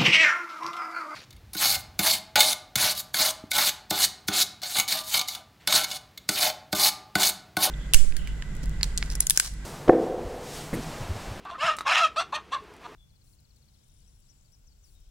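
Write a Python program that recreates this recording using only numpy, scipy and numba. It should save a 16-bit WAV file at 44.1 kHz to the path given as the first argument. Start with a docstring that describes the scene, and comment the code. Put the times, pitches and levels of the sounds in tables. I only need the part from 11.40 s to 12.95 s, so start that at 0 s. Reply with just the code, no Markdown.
"""A bare room, at the window ledge: a rooster set down near the microphone clucks softly, squawks harshly twice,
then gives short clucks. Its voice is uneven pulses and breath through throat and beak resonances.
Its claws knock and tick on the metal sill: struck modes and short noise bursts, with one dull thump.
A sliding pane starts to rumble shut: coloured noise under a moving level, with groans of its frame.
The street hums beneath, as steady noise; a short, dense echo answers the near sounds."""
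import sys
import numpy as np
from scipy import signal
from scipy.fft import rfft, irfft
from scipy.io import wavfile
from scipy.ndimage import uniform_filter1d
from numba import njit

SR = 44100
rng = np.random.default_rng(int(sys.argv[2]) if len(sys.argv) > 2 else 0)


def store_wav(level_fs):
    """Save 16-bit WAV to argv[1]."""
    pcm = np.round(np.clip(np.atleast_2d(level_fs), -1, 1) * 32767)
    wavfile.write(sys.argv[1], SR, pcm.T.astype(np.int16))


N = 68355


def undb(db):
    """Decibels to amplitude."""
    return 10 ** (np.asarray(db, float) / 20)


def unit(x):
    """Scale to an RMS of 1."""
    return x / np.sqrt(np.mean(x ** 2))


def slow(size):
    """Random drift that turns about every size samples; spread 1."""
    smooth = uniform_filter1d(rng.standard_normal(N), size)
    return unit(uniform_filter1d(smooth, size))


@njit
def svf(x, hz, width):
    """Band-pass whose centre may move, gain 1 at the centre."""
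    y, b, l = np.empty(len(x)), 0., 0.
    for i in range(len(x)):
        g, k = np.tan(np.pi * hz[i] / SR), width / hz[i]
        v = (b + g * (x[i] - l)) / (1 + g * (g + k))
        b, l, y[i] = 2 * v - b, l + 2 * g * v, k * v
    return y


def band(x, hz, width_hz):
    """Band-pass at a fixed or moving centre."""
    return svf(x, hz + np.zeros(N), float(width_hz))


def coloured(points):
    """Noise of RMS 1 whose spectrum follows (f/Hz, level/dB) points."""
    hz, db = np.array(points, float).T
    f = np.maximum(np.fft.rfftfreq(N, 1 / SR), 1)
    shape = undb(np.interp(np.log(f), np.log(hz), db))
    return unit(irfft(rfft(rng.standard_normal(N)) * shape, N))


def ring(t, hz, t60):
    """A struck mode, t in s since the blow; it loses 60 dB in t60 s."""
    t = np.maximum(t, 0)
    return np.sin(2 * np.pi * hz * t) * np.exp(-np.log(1000) * t / t60)


# spectrum of the street: (f/Hz, relative level/dB per Hz)
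STREET_SPECTRUM = [(12, -55), (20, -2), (459, -1), (574, -10), (1330, -6.5), (1570, -12), (2750, -12),
                   (14300, -38.5), ]
STREET_DB = -53.5
HUM_HZ, HUM_WIDTH_HZ, HUM_DB = 62.5, 12, -64.5
WIDE_DB, WIDE_HZ = -8, 130  # left-right difference relative to the street, and its low-pass corner
BASS_LEFT_DB = 1.5  # lean of the bass to the left


def street():
    """Steady coloured noise and a narrow hum; only the bass differs between left and right."""
    hum = unit(band(rng.standard_normal(N), HUM_HZ, HUM_WIDTH_HZ)) * undb(HUM_DB)
    middle = coloured(STREET_SPECTRUM) * undb(STREET_DB) + hum
    spread = coloured(STREET_SPECTRUM) * undb(STREET_DB + WIDE_DB)
    lean = middle * (undb(BASS_LEFT_DB / 2) - 1)
    side = signal.lfilter(*signal.butter(1, WIDE_HZ, fs=SR), spread + lean)
    return middle + side * np.array([[1], [-1]])


@njit
def syrinx(hz, jitter, shimmer, alternate, limp, chance):
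    """One pulse a cycle, each with its own length and size, split over two samples."""
    pulses, phase, p, k = np.zeros(len(hz) + 1), np.empty(len(hz)), 0., 0
    for i in range(len(hz)):
        uneven = jitter[i] * chance[k, 0] + limp * alternate[i] * (1 - 2 * (k % 2))
        step = hz[i] * np.exp(uneven) / SR
        p += step
        if p >= 1:
            p, k = p - 1, k + 1
            weak = 1 - alternate[i] * (k % 2)
            size = np.exp(shimmer[i] * chance[k, 1]) * weak * np.sqrt(SR / hz[i])
            pulses[i] += size * p / step
            pulses[i + 1] += size * (1 - p / step)
        phase[i] = p
    return pulses[:-1], phase


# calls, one list each: rows (t/s, pitch f/Hz, level/dB, first throat resonance f/Hz,
# brightness level/dB, chest level/dB); the last two relative to the throat
SQUAWK_CALLS = [
    [(0.18, 514.6, -50.5, 1150, -7.5, 7.5), (0.206, 565.8, -39.5, 1400, 1, -4.5),
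     (0.23, 641.6, -24.5, 1265, -5.5, -5), (0.268, 701.3, -30, 1390, 1, -5.5),
     (0.286, 630.7, -21, 1315, -8.5, -10), (0.316, 605.6, -29, 1200, -6.5, -8.5),
     (0.355, 636.6, -46.5, 1295, -2.5, 2)],
    [(0.45, 563, -50, 1130, -8, 0), (0.468, 584.3, -23.5, 1136, -10, -10.5),
     (0.488, 583, -29.5, 1110, -1, -9), (0.52, 755.7, -28, 1370, 1, -7), (0.55, 584, -26.5, 1178, 0.5, -11),
     (0.585, 675, -26.5, 1110, 1.5, -27), (0.625, 664.6, -22.5, 1279, -8.5, -13),
     (0.648, 633, -20.5, 1250, -7, -15), (0.685, 635, -41.5, 1389, -1.5, -3)],
]
CLUCK_CALLS = [
    [(0.047, 389.5, -98, 1120, 16, -8), (0.053, 386.7, -35.5, 970, -16.5, -10),
     (0.081, 376.7, -43.5, 1100, -21.5, -34), (0.105, 388, -36.5, 1030, -10, -29),
     (0.11, 383, -71, 1120, -22, -12)],
    [(0.11, 352, -53, 1070, 11, -7), (0.118, 336, -45.5, 1060, -7, 7.5), (0.142, 350.2, -45, 1280, -11, -7),
     (0.15, 596, -40, 1220, -31, -26), (0.16, 607.8, -41.5, 1300, -19, -19),
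     (0.18, 618.6, -53, 1300, -14, -20)],
    [(0.76, 523, -35, 1283, -6.5, -4), (0.772, 610.5, -34.5, 1323, -0.5, 1.5),
     (0.782, 656.2, -26, 1306, -4.5, -8.5), (0.8, 700.4, -28.5, 1274, -0.5, -6),
     (0.812, 803.5, -29.5, 1290, -2, -5.5), (0.83, 787.7, -42, 1430, 0, -6)],
    [(0.92, 580.4, -74, 1036, -27, -10), (0.924, 579.6, -37, 1004, -6.5, -16),
     (0.934, 559.6, -22, 934, -20, -12), (0.948, 619, -34, 1030, 3.5, -5.5),
     (0.964, 610.7, -30.5, 1060, -0.5, -11), (0.99, 600, -38, 1168, -48, -10)],
    [(1.11, 489, -67.5, 1134, 6, -5), (1.122, 502, -35.5, 1109, -2.5, 1.5),
     (1.136, 573, -26, 1126, -10, -29), (1.148, 598, -30.5, 1166, -5, -8),
     (1.165, 517, -30.5, 970, -27, -28), (1.21, 596, -84, 1103, 24, -13)],
]
FINAL_CLUCK = [(1.44, 484, -48, 1200, -1.5, -2.5), (1.466, 486.5, -34.5, 1160, -13.5, -9.5),
               (1.476, 473.8, -83, 1250, -21, -4)]
# unevenness of the pulses: (t/s, roughness 0-1, strong-weak alternation 0-1)
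VOICE_TEXTURE = [(.05, .35, .1), (.155, .25, 0), (.21, .2, .1), (.225, .22, .5), (.27, .4, .55),
                 (.29, .18, .35), (.35, .35, .2), (.45, .7, .4), (.54, .6, .4), (.6, .45, .3),
                 (.63, .12, 0), (.76, .5, .3), (.775, .04, 0), (.795, .04, 0), (.803, .7, .3),
                 (.92, .6, .7), (.945, .1, .2), (.965, .12, .2), (.98, .5, .7), (1.11, .2, .9),
                 (1.122, .2, .8), (1.13, .12, .1), (1.17, .35, .2), (1.44, .06, .9)]
# upper throat and beak resonances: (squawk f/Hz, squawk level/dB, cluck f/Hz, cluck level/dB),
# levels relative to each other
BEAK_RESONANCES = [(1767, 8.5, 1840, 2), (2214, 6, 2064, -4), (2683, 8.5, 2670, 5), (3253, 1.5, 3465, 5.5),
                   (3930, -3, 4310, -1.5), (5194, -5, 5940, -7.5), (6690, -12.5, 7540, -12.5)]
# broad treble of the voice, relative to the beak resonances: (f/Hz, level/dB)
TREBLE_BANDS = [(8500, -20.5), (12500, -67)]
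# a second, weaker membrane humming under the long squawk: (t/s, f/Hz, level/dB)
SECOND_MEMBRANE = [(0.491, 660.2, -47), (.522, 757.8, -36), (.612, 740.4, -33.5), (0.651, 615, -38)]
WANDER, JITTER, SHIMMER_DB = .06, .13, 4  # spread of pitch drift, pulse length and size at full roughness
BREATH_GAIN = 1.2619  # at full roughness
LIMP = .12  # weak pulses come early by about this share of a cycle at full alternation
BEAT = .35  # depth to which the second membrane beats against the first
LOW_HZ, LOW_WIDTH_HZ, THROAT_WIDTH_HZ = 816, 500, 376  # widths of the first of two passes
BEAK_Q, THROAT_REST_HZ = 15, 1270  # Q of the first pass at this frequency; less above it
BEAK_WANDER, PATCHY_DB = .03, 2  # spread of resonance (and second pitch) drift; flicker of resonances


def rooster(t):
    """Uneven pulses and breath, dying over each cycle, through a moving throat and a beak."""
    calls = sorted(SQUAWK_CALLS + CLUCK_CALLS + [FINAL_CLUCK])
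    during = lambda some: sum((t >= call[0][0]) & (t <= call[-1][0]) for call in some) > 0
    rows = np.array([row for call in calls for row in call], float)
    hz, db, throat_hz, bright, chest = (np.interp(t, rows[:, 0], column) for column in rows.T[1:])
    texture_s, *texture = np.array(VOICE_TEXTURE).T
    rough, alternate = (np.interp(t, texture_s, column) for column in texture)

    pitch = hz * np.exp(WANDER * rough * slow(size=300))
    shimmer = SHIMMER_DB * np.log(10) / 20 * rough
    chance = rng.standard_normal((N // 20, 2))
    pulses, phase = syrinx(pitch, JITTER * rough, shimmer, alternate, LIMP, chance)
    breath = BREATH_GAIN * rough * np.exp(-phase) * rng.standard_normal(N)

    s, second_hz, second_db = np.array(SECOND_MEMBRANE, float).T
    second_pitch = np.interp(t, s, second_hz) * np.exp(BEAK_WANDER * slow(size=150))
    second = np.sin(2 * np.pi * np.cumsum(second_pitch) / SR)
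    beating = (t > s[0]) * (t < s[2])
    source = (pulses + breath) * (1 + BEAT * second * beating)

    twice = lambda f, width: band(band(source, f, width), f, 2 * width)
    open_beak = during(SQUAWK_CALLS)
    high = np.zeros(N)
    # neighbouring resonances alternate in sign
    for k, (f, level, cluck_f, cluck_level) in enumerate(BEAK_RESONANCES):
        centre = np.where(open_beak, f, cluck_f) * np.exp(BEAK_WANDER * slow(size=500))
        gain = undb(np.where(open_beak, level, cluck_level) + PATCHY_DB * slow(size=250))
        width = f / BEAK_Q * (f / THROAT_REST_HZ) ** .5
        high += (-1) ** k * gain * twice(centre, width)
    for k, (f, level) in enumerate(TREBLE_BANDS):
        high -= (-1) ** k * undb(level + PATCHY_DB * slow(size=120)) * twice(f, f / 2)

    throat = unit(twice(throat_hz, THROAT_WIDTH_HZ))
    low = unit(twice(LOW_HZ, LOW_WIDTH_HZ)) * undb(chest)
    voice = throat - low - unit(high) * undb(bright)
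    voice = signal.sosfilt(signal.butter(4, 500, "high", fs=SR, output="sos"), voice)
    gate = uniform_filter1d(during(calls) * 1., size=100)
    hum_db = np.interp(t, s, second_db, left=-99, right=-99) + SHIMMER_DB * slow(size=150)
    return voice * undb(db) * gate + second * undb(hum_db)


# claw knocks on the sill: (t/s, level/dB, crack level/dB relative to the knock)
CLAW_KNOCKS = [(0.386, -25, -11), (0.408, -22, -19.5)]
# ringing modes of the metal sill: (f/Hz, level/dB relative to the knock, t60/s)
SILL_MODES = [(1280, 3, 0.015), (1788, 1.5, 0.004), (3790, -7, 0.013)]
# thin claw ticks: (t/s, level/dB)
CLAW_TICKS = [(0.05, -53), (0.367, -35.5), (0.3708, -36), (1.2395, -56), (1.3383, -52.5), (1.3656, -51)]
TICK_HZ, TICK_WIDTH_HZ, TICK_S = 7900, 4100, 0.0011  # TICK_S: fall to 1/e
CRACK_S, KNOCK_RISE_S = 0.0066, 0.00015  # time constants
THUMP_S, THUMP_HZ, THUMP_DB, THUMP_T60_S = .243, 175, -36.5, 0.066


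def claws(t):
    """Knocks crack and ring the sill; ticks are bursts of treble; one dull thump is a damped mode."""
    out = undb(THUMP_DB) * ring(t - THUMP_S, THUMP_HZ, THUMP_T60_S)
    puff = lambda s, fall_s: (t > s) * np.exp(-np.maximum(t - s, 0) / fall_s)
    crack = unit(band(band(rng.standard_normal(N), 3200, 7200), 3800, 11000))
    for s, db, crack_db in CLAW_KNOCKS:
        ringing = sum(undb(level) * ring(t - s, f, t60) for f, level, t60 in SILL_MODES)
        cracking = undb(crack_db) * crack * puff(s, CRACK_S)
        out = out + undb(db) * (1 - puff(s, KNOCK_RISE_S)) * (ringing + cracking)
    burst = sum(undb(db) * puff(s, TICK_S) for s, db in CLAW_TICKS)
    return out + burst * unit(band(rng.standard_normal(N), TICK_HZ, TICK_WIDTH_HZ))


# rumble of the sliding pane: (t/s, level/dB)
PANE_SLIDE = [(1.16, -59.5), (1.352, -54), (1.39, -61.5), (1.417, -50.5), (1.55, -50.5)]
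# spectrum of the rail: (f/Hz, relative level/dB per Hz)
RAIL_SPECTRUM = [(100, -56), (140, -15), (407, -16), (1020, -14), (1140, -14.5), (15000, -48)]
# groans of the frame: (start t/s, peak level/dB)
FRAME_GROANS = [(1.214, -48), (1.299, -52.5), (1.479, -49)]
GROAN_HZ, GROAN_RISE_S = 420, 0.014


def pane(t):
    """The pane rumbles along its rail as coloured noise and its frame groans as a swelling tone."""
    s, db = np.array(PANE_SLIDE, float).T
    swell = lambda u: np.e * u * np.exp(-u)  # peaks at 1 when u is 1
    swells = sum(undb(d) * swell(np.maximum(t - at, 0) / GROAN_RISE_S) for at, d in FRAME_GROANS)
    groan = swells * np.sin(2 * np.pi * GROAN_HZ * t)
    return coloured(RAIL_SPECTRUM) * undb(np.interp(t, s, db, left=-90)) + groan


ROOM_T60_S, ROOM_DB, ROOM_DULL_HZ = 0.17, -10, 4100  # T60 of the part below ROOM_DULL_HZ


def room(x):
    """A dense noise tail, starting after 3 ms, whose treble dies twice as fast."""
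    t = np.arange(SR // 2) / SR
    noise = rng.standard_normal(len(t))
    dull = signal.lfilter(*signal.butter(1, ROOM_DULL_HZ, fs=SR), noise)
    fall = np.exp(-np.log(1000) * t / ROOM_T60_S)
    tail = (dull * fall + (noise - dull) * fall ** 2) * (t > .003)
    return signal.fftconvolve(x, tail / np.sqrt(np.sum(tail ** 2)))[:N] * undb(ROOM_DB)


def scene():
    """Rooster, claws and pane near the microphone, with their echo, over the stereo street."""
    t = np.arange(N) / SR
    near = rooster(t) + claws(t) + pane(t)
    return near + room(near) + street()


TOP_HZ = 15900


def record(dry):
    """The camera cuts the top: a steep low-pass."""
    return signal.sosfilt(signal.ellip(10, .2, 80, TOP_HZ, fs=SR, output="sos"), dry)


dry = scene()
out = record(dry)
store_wav(out)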